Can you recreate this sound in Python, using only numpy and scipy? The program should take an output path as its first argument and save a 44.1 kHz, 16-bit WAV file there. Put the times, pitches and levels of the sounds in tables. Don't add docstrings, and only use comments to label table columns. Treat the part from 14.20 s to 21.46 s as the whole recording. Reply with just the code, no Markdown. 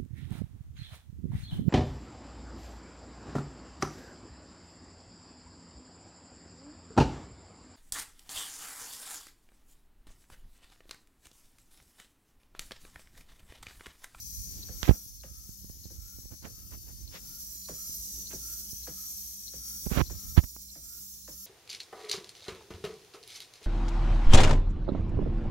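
import sys
import numpy as np
from scipy import signal
from scipy.fft import rfft, irfft, next_fast_len
from scipy.io import wavfile

SR = 44100
rng = np.random.default_rng(int(sys.argv[2]) if len(sys.argv) > 2 else 0)


def master(y):
    cut = np.clip(np.atleast_2d(y).T, -1, 1)
    pcm = np.round(cut * 32767)
    wavfile.write(sys.argv[1], SR, pcm.astype(np.int16))


N = 320166
TIME = np.arange(N) / SR

# frequency in Hz, level per hertz in dB.
JET_COLOUR = [(8500, -28), (10000, -8.5), (11000, -4), (12000, 1), (12900, 3), (14000, -6), (14500, 4),
              (15100, -8.5), (15700, -1.5)]
WHISTLE_COLOUR = [(1200, -31.5), (2700, -24.5), (3700, -18.5), (4300, -11), (5200, -6.5), (5600, -1),
                  (6100, -3.5), (6500, -4), (7000, -9.5), (8000, -24)]
SPRAY_COLOUR = [(5500, -41), (6700, -3.5), (7250, 5), (7700, -0.5), (8300, 2.5), (8750, 1), (9200, -1.5),
                (9800, -6), (11500, -25)]
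# level in dB, share of the nearness swing (1 is all of it),
# swell within a stroke in dB, loss at a fully covered port in dB.
JET_MIX = (-43, 0.9, 5.5, 7)
WHISTLE_MIX = (-47.5, 0.86, 1.3, 6)
SPRAY_MIX = (-53, 0.9, 4.5, 18.5)
# frequency in Hz, width in Hz, level in dB.
GAP_MODES = [(5690, 44, -13), (5880, 39, -14), (6008, 66, -7), (6090, 58, -16)]
# time in seconds, level in dB.
GAP_RING = [(0, 3.5), (1, -0.5), (3.4, -2.5), (3.9, 5), (5.7, 1), (6.3, -7.5), (7.26, -10)]
# time in seconds, left minus right in dB.
WHISTLE_PAN = [(0, 3), (.85, -0.5), (4.3, 1), (4.65, 4.5), (5.5, 3), (6.35, -2.5), (7.26, 1)]
# time in seconds, level in dB.
NEARNESS = [(0, .5), (.65, -1.5), (1, -6.5), (2.9, -6), (3.2, -2.5), (3.8, 1), (5.35, -1), (5.7, .5),
            (6.15, 0), (6.3, -5.5), (7.26, -5.5)]
# start in seconds, level in dB.
KNOCKS = [(0.486, -44), (1.035, -47), (1.701, -53.5), (2.256, -46.5), (2.935, -50.5), (3.486, -40),
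          (4.126, -40.5), (4.672, -41.5), (5.333, -45.5), (5.899, -45), (6.552, -47.5), (7.078, -47)]
# typical frequency in Hz, typical level in dB, time to fall by 60 dB in seconds.
KNOCK_MODES = [(63.3, -12.5, 0.12), (149, -5, 0.17), (248, -26, 0.069), (519.6, -7.5, 0.11),
               (697, -21, 0.071), (1310, -38, 0.099), (1653, -17, .06)]
# time in seconds, share of the port covered from 0 to 1, rumble level in dB.
GRIP = [(0, 0.74, -44), (.6, 0.9, -44), (.8, 0.55, -54.5), (1.35, 0.9, -50), (2.95, 0.84, -46.5),
        (3.3, 0.04, -58.5), (4.5, 0, -56.5), (5.55, .1, -72), (5.77, 0, -45), (5.85, 0.76, -43),
        (6.15, 0.55, -37), (6.3, 0, -69), (7.26, 0.04, -64)]
# middle in seconds, level in dB, rise in ms.
THUMPS = [(0.6927, 5.5, 0.46), (0.7103, -2.5, 0.37), (1.293, -26, 0.87), (1.446, -27.5, 0.7),
          (1.499, -27, 0.52), (1.656, -28, 0.5), (1.987, -30.5, 0.49), (2.057, -30.5, 0.52),
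          (3.696, -31.5, .5), (4.531, -27, 0.65), (5.665, -13, 0.62), (5.67, -14.5, 0.36),
          (5.715, -11.5, 0.56), (5.72, -8.5, 0.62), (5.774, -5, 0.4), (5.817, -6, 0.87), (6.1782, 7.5, 1.1),
          (6.19, -1.5, 1.05), (6.239, -16.5, 1.5)]
# middle in seconds, half-length in seconds, level in dB, treble slope in dB per octave.
RUBS = [(0.631, .0006, -19.5, 3.5), (0.649, 0.023, -38, 2), (0.683, 0.0085, -27.5, -4.5),
        (0.725, 0.043, -46.5, -5), (2.127, 0.02, -48, -6), (2.252, 0.02, -40.5, -4),
        (2.536, 0.023, -49, -3.5), (2.694, 0.026, -54.5, -4), (4.12, .014, -45.5, 0),
        (5.748, 0.035, -35, -1.5), (5.783, .017, -22.5, -3.5), (5.808, .009, -20.5, -4),
        (6.185, .016, -34, -1.5), (6.241, 0.0061, -38.5, -5.5), (6.365, 0.00092, -34, -5.5)]
# frequency in Hz, level per hertz in dB.
SKIN_COLOUR = [(60, -13), (200, -0.5), (600, -3.5), (1600, -3), (3000, -6), (5000, -10.5), (7000, -18.5),
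               (10000, -35)]
# frequency in Hz, level per hertz in dB.
ROLL_COLOUR = [(30, 8), (100, 4.5), (240, -1.5), (330, -3), (500, -14.5), (800, -19), (1500, -25),
               (3000, -22), (5000, -12.5)]
# time in seconds, level in dB.
ROLLING = [(0, -66), (.45, -54.5), (1, -68.5), (2.7, -62.5), (4.2, -59), (5.15, -66), (5.9, -53),
           (6.4, -66), (7.26, -65.5)]
# frequency in Hz, width in Hz, level in dB.
BENCH_MODES = [(60, 9, -58), (196.5, 5.5, -66)]

FLOW_SKEW = 0.79
JET_PAN_DB, SPRAY_PAN_DB = -3, -5
CLACK_DB, TICK_DB = (-26, -4.5), (-11.5, -7.5)
SPIT_LEAD_S = (.053, .030)
SPIT_DB = (-44, -48.5)
WHIRR_DELAY_S = (0.18, 0.14)
WHIRR_HZ, WHIRR_DB = (1375, 1302), (-64, -65.5)
WHIRR_CENTRED_S, WHIRR_PAN_DB_PER_S = 4.1, 2.5
SLIP_DB, SLIP_GROWTH, SLIP_HALF_S, SLIP_SLOPE_DB = -32, 1.2, .008, -3.2
ROLL_SWING_DB = 1.5
CUTOFF_HZ = 15800


def leak(flutter_db=1.0):
    near_db, cover = in_time(NEARNESS)[0], in_time(GRIP)[0]
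    flow = np.sin(np.pi * (strokes() % 1) ** FLOW_SKEW)
    padded = next_fast_len(N)
    source = rfft(reflected_noise(), padded)
    f = np.fft.rfftfreq(padded, 1 / SR) + 1

    def part(points):
        return rms_one(irfft(source * colour(points)(f), padded)[:, :N])

    def gain(pan_db, db, follows, stroke_db, shade_db):
        shade = np.outer([0, 1], shade_db * cover)
        level_db = db + follows * near_db + stroke_db * (flow - flow.mean())
        return panned(pan_db) * from_db(level_db - shade)

    jet = gain(JET_PAN_DB, *JET_MIX) * part(JET_COLOUR)
    spray = gain(SPRAY_PAN_DB, *SPRAY_MIX) * part(SPRAY_COLOUR)
    gap = sum(from_db(db) * noise(resonance(hz, width)) for hz, width, db in GAP_MODES)
    gap = from_db(in_time(GAP_RING)[0]) * gap
    whistle = gain(in_time(WHISTLE_PAN)[0], *WHISTLE_MIX) * (part(WHISTLE_COLOUR) + gap)
    return (jet + spray + whistle) * from_db(flutter_db * drift(45))


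def reflected_noise(echo=0.81, sway_s=.00004, count=7):
    fine = signal.resample_poly(rng.standard_normal(N + SR // 20), 8, 1)

    def heard(lag_s):
        return fine[np.round((TIME + .02 - lag_s) * SR * 8).astype(int)]

    ports = []
    for direct_s in (0, .00019):
        lags = np.geomspace(.0012, .007, count) * rng.uniform(.8, 1.2, count)
        reflections = sum(heard(lag + sway_s * drift(2)) for lag in lags)
        ports.append(heard(direct_s) + echo * reflections)
    return np.array(ports)


def knocks(top_hz=1650, spread_s=.0125, thud_hz=450, thud_octaves=0.64, boom_db=-7,
           ring_t60=0.2, ring_db=-4, modes_db=-1):
    out, t = np.zeros((2, N)), TIME[:SR // 3]
    clack = np.exp(-t / 0.0049)
    tick_colour = colour([(800, -4), (1600, 2), (3000, -10.0), (7000, -0.5), (15000, -38)])
    for k, (s, db) in enumerate(KNOCKS):
        clack_db, tick_db = CLACK_DB[k % 2], TICK_DB[k % 2]
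        hz = top_hz / (1 + t / spread_s) ** 2 * 2 ** (.5 * drift(500, size=len(t)))
        thud = np.exp(-(np.log2(hz / thud_hz) / thud_octaves) ** 2)
        boom = from_db(boom_db) * np.exp(-2 * np.log2(hz / 160) ** 2)
        blow = np.sin(2 * np.pi * np.cumsum(hz) / SR) * (thud + boom + from_db(clack_db) * clack)
        echoes = rng.standard_normal((3, len(t))) * from_db(-60 * t / ring_t60)
        echoes = echoes[:2] + 0.95 * echoes[2]
        echoes /= np.sqrt(np.sum(echoes ** 2) / 2)
        ring = from_db(ring_db) * signal.fftconvolve(blow[None], echoes)[:, :len(t)]
        for mode_hz, mode_db, t60 in KNOCK_MODES:
            age = np.maximum(t - spread_s * (np.sqrt(top_hz / mode_hz) - 1), 0)
            height = from_db(modes_db + mode_db + rng.normal(0, 2)) * np.exp(-np.log(1000) * age / t60)
            ring = ring + height * np.sin(2 * np.pi * mode_hz * rng.normal(1, 0.019) * age)
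        tick = from_db(tick_db) * np.exp(-t / 0.03) * noise(tick_colour, size=len(t))
        add(out, s, from_db(db) * (blow + ring + tick))
    return out


def valve(hz=4220, width=220, half_s=.011, pan_db=3, follows=1.6):
    spits = np.zeros((2, N))
    for s, end, near_db in dead_centres():
        spit = puff(s - SPIT_LEAD_S[end], half_s, resonance(hz, width), grain_db=6.5)
        spits += from_db(SPIT_DB[end] + follows * near_db) * spit
    return panned(pan_db) * spits


def piston(width=70, half_s=0.1, glide_hz=70, rush_db=-5, follows=1.0):
    out, bell, speed = np.zeros((2, N)), swell(half_s, 1.4), piston_speed()
    for s, end, near_db in dead_centres():
        start = s + WHIRR_DELAY_S[end] - len(bell) / 2 / SR
        bend_hz = glide_hz * (np.interp(start + TIME[:len(bell)], TIME, speed) - .8)
        tone = signal.hilbert(noise(resonance(WHIRR_HZ[end], width), size=len(bell)))
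        tone = tone * np.exp(2j * np.pi * np.cumsum(bend_hz) / SR)
        rush = from_db(rush_db) * noise(resonance(1750, 1800), size=len(bell))
        pan_db = WHIRR_PAN_DB_PER_S * (s - WHIRR_CENTRED_S)
        gain = from_db(WHIRR_DB[end] + follows * near_db) * panned(pan_db)
        add(out, start, gain * bell * (tone.real + rush))
    return out


def strokes():
    centres = np.array(KNOCKS)[:, 0]
    centres = np.r_[2 * centres[0] - centres[1], centres, 2 * centres[-1] - centres[-2]]
    return np.interp(TIME, centres, np.arange(len(centres)))


def piston_speed():
    return np.abs(np.sin(np.pi * strokes()))


def dead_centres():
    return [(s, k % 2, np.interp(s, *np.transpose(NEARNESS))) for k, (s, _) in enumerate(KNOCKS)]


def finger(port_hz=54, pops_per_s=25, pop_db=-39, pop_rise_s=.0008, judders_per_s=150, judder_db=6,
           bleed_db=-44):
    cover, rumble_db = in_time(GRIP)
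    sliding = np.zeros(N)
    for s, half_s, db, _ in RUBS:
        bell = swell(half_s)
        add(sliding, s - len(bell) / 2 / SR, from_db(db) * bell)
    pops = cover * from_db(pop_db) * (rng.random(N) < pops_per_s / SR)
    judders = sliding * from_db(judder_db) * (rng.random(N) < judders_per_s / SR)
    pop_bell = swell(pop_rise_s)
    pushes = (pops + judders) * rng.standard_normal(N)
    pushes = np.convolve(pushes, pop_bell / pop_bell.sum(), "same")
    for s, db, rise_ms in THUMPS:
        bell = swell(rise_ms / 1000)
        add(pushes, s - len(bell) / 2 / SR, from_db(db) * bell / bell.sum())
    roll_off = signal.butter(4, port_hz, "high", fs=SR, output="sos")
    thumps = signal.sosfilt(roll_off, np.cumsum(pushes))
    rumble_colour = colour([(25, -31), (55, 10), (90, 3.0), (150, -10), (300, -23.5), (600, -42.5)])
    rumble = from_db(rumble_db + 4.2 * drift(21.99)) * noise(rumble_colour)[0]
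    slips = [(s, SLIP_HALF_S, SLIP_DB + SLIP_GROWTH * db, SLIP_SLOPE_DB) for s, db, _ in THUMPS]
    rubs = np.zeros((2, N))
    for s, half_s, db, slope_db in RUBS + slips:
        rub_colour = colour(SKIN_COLOUR, slope_db)
        rubs += from_db(db) * puff(s, half_s, rub_colour, grain_db=3.0, squareness=2.13)
    return np.array([from_db(bleed_db) * rubs[0], rubs[1] + thumps + rumble])


def scuff(db=-47):
    return from_db(db) * puff(2.957, 0.028, colour(SKIN_COLOUR, slope_db=2.0), grain_db=-1)


def flywheel(drone_follows=0.76):
    roll_db = in_time(ROLLING)[0] - ROLL_SWING_DB * np.cos(np.pi * strokes())
    roll = from_db(roll_db + 2.7 * drift(25)) * noise(colour(ROLL_COLOUR), alike=0.41)
    near_db = in_time(NEARNESS)[0]
    drone = sum(from_db(db) * noise(resonance(hz, width), alike=1.0) for hz, width, db in BENCH_MODES)
    return roll + from_db(drone_follows * (near_db - near_db.mean())) * drone


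def from_db(db):
    return 10 ** (np.asarray(db) / 20)


def rms_one(x):
    return x / np.sqrt(np.mean(x ** 2) + 1e-20)


def in_time(rows):
    s, *columns = np.transpose(rows)
    return [np.interp(TIME, s, c) for c in columns]


def panned(balance_db):
    gains = from_db(np.array([balance_db, -balance_db]).reshape(2, -1) / 2)
    return gains / np.sqrt(np.mean(gains ** 2, axis=0))


def colour(points, slope_db=0):
    hz, db = np.transpose(points)
    octave = np.log2(hz)

    def gain(f):
        at = np.log2(f)
        outside = np.abs(at - np.clip(at, octave[0], octave[-1]))
        tilt_db = slope_db * (at - np.log2(1000))
        return from_db(np.interp(at, octave, db) + tilt_db - 30 * outside)
    return gain


def resonance(hz, width):
    return lambda f: 1 / (1 + ((f * f - hz * hz) / (1.5 * f * width)) ** 2)


def noise(gain, alike=0, size=N):
    padded = next_fast_len(size)
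    mid, side = rng.standard_normal((2, padded))
    alike = np.clip(alike, -1, 1)
    white = np.sqrt(1 + alike) * mid + np.sqrt(1 - alike) * side * np.array([[1], [-1]])
    spectrum = rfft(white) * gain(np.fft.rfftfreq(padded, 1 / SR) + 1)
    return rms_one(irfft(spectrum, padded)[:, :size])


def drift(rate, size=N):
    knots = rng.standard_normal(int(size / SR * rate) + 3)
    return np.interp(np.arange(size) / SR * rate, np.arange(len(knots)), knots)


def swell(half_s, squareness=2):
    reach = int(3 * half_s * SR) + 1
    return np.exp(-np.abs(np.arange(-reach, reach) / (half_s * SR)) ** squareness)


def add(out, s, sound):
    start = round(s * SR)
    first, last = max(start, 0), min(start + sound.shape[-1], N)
    out[..., first:last] += sound[..., first - start:last - start]


def puff(s, half_s, gain, grain_db=0, grain_rate=900, squareness=2):
    out, bell = np.zeros((2, N)), swell(half_s, squareness)
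    grain = rms_one(from_db(grain_db * drift(grain_rate, size=len(bell))))
    add(out, s - len(bell) / 2 / SR, bell * grain * noise(gain, size=len(bell)))
    return out


def scene():
    return leak() + knocks() + valve() + piston() + finger() + scuff() + flywheel()


def record(dry):
    low_pass = signal.ellip(12, .1, 80, CUTOFF_HZ, fs=SR, output="sos")
    return signal.sosfilt(low_pass, np.clip(dry, -1, 1))


dry = scene()
out = record(dry)
master(out)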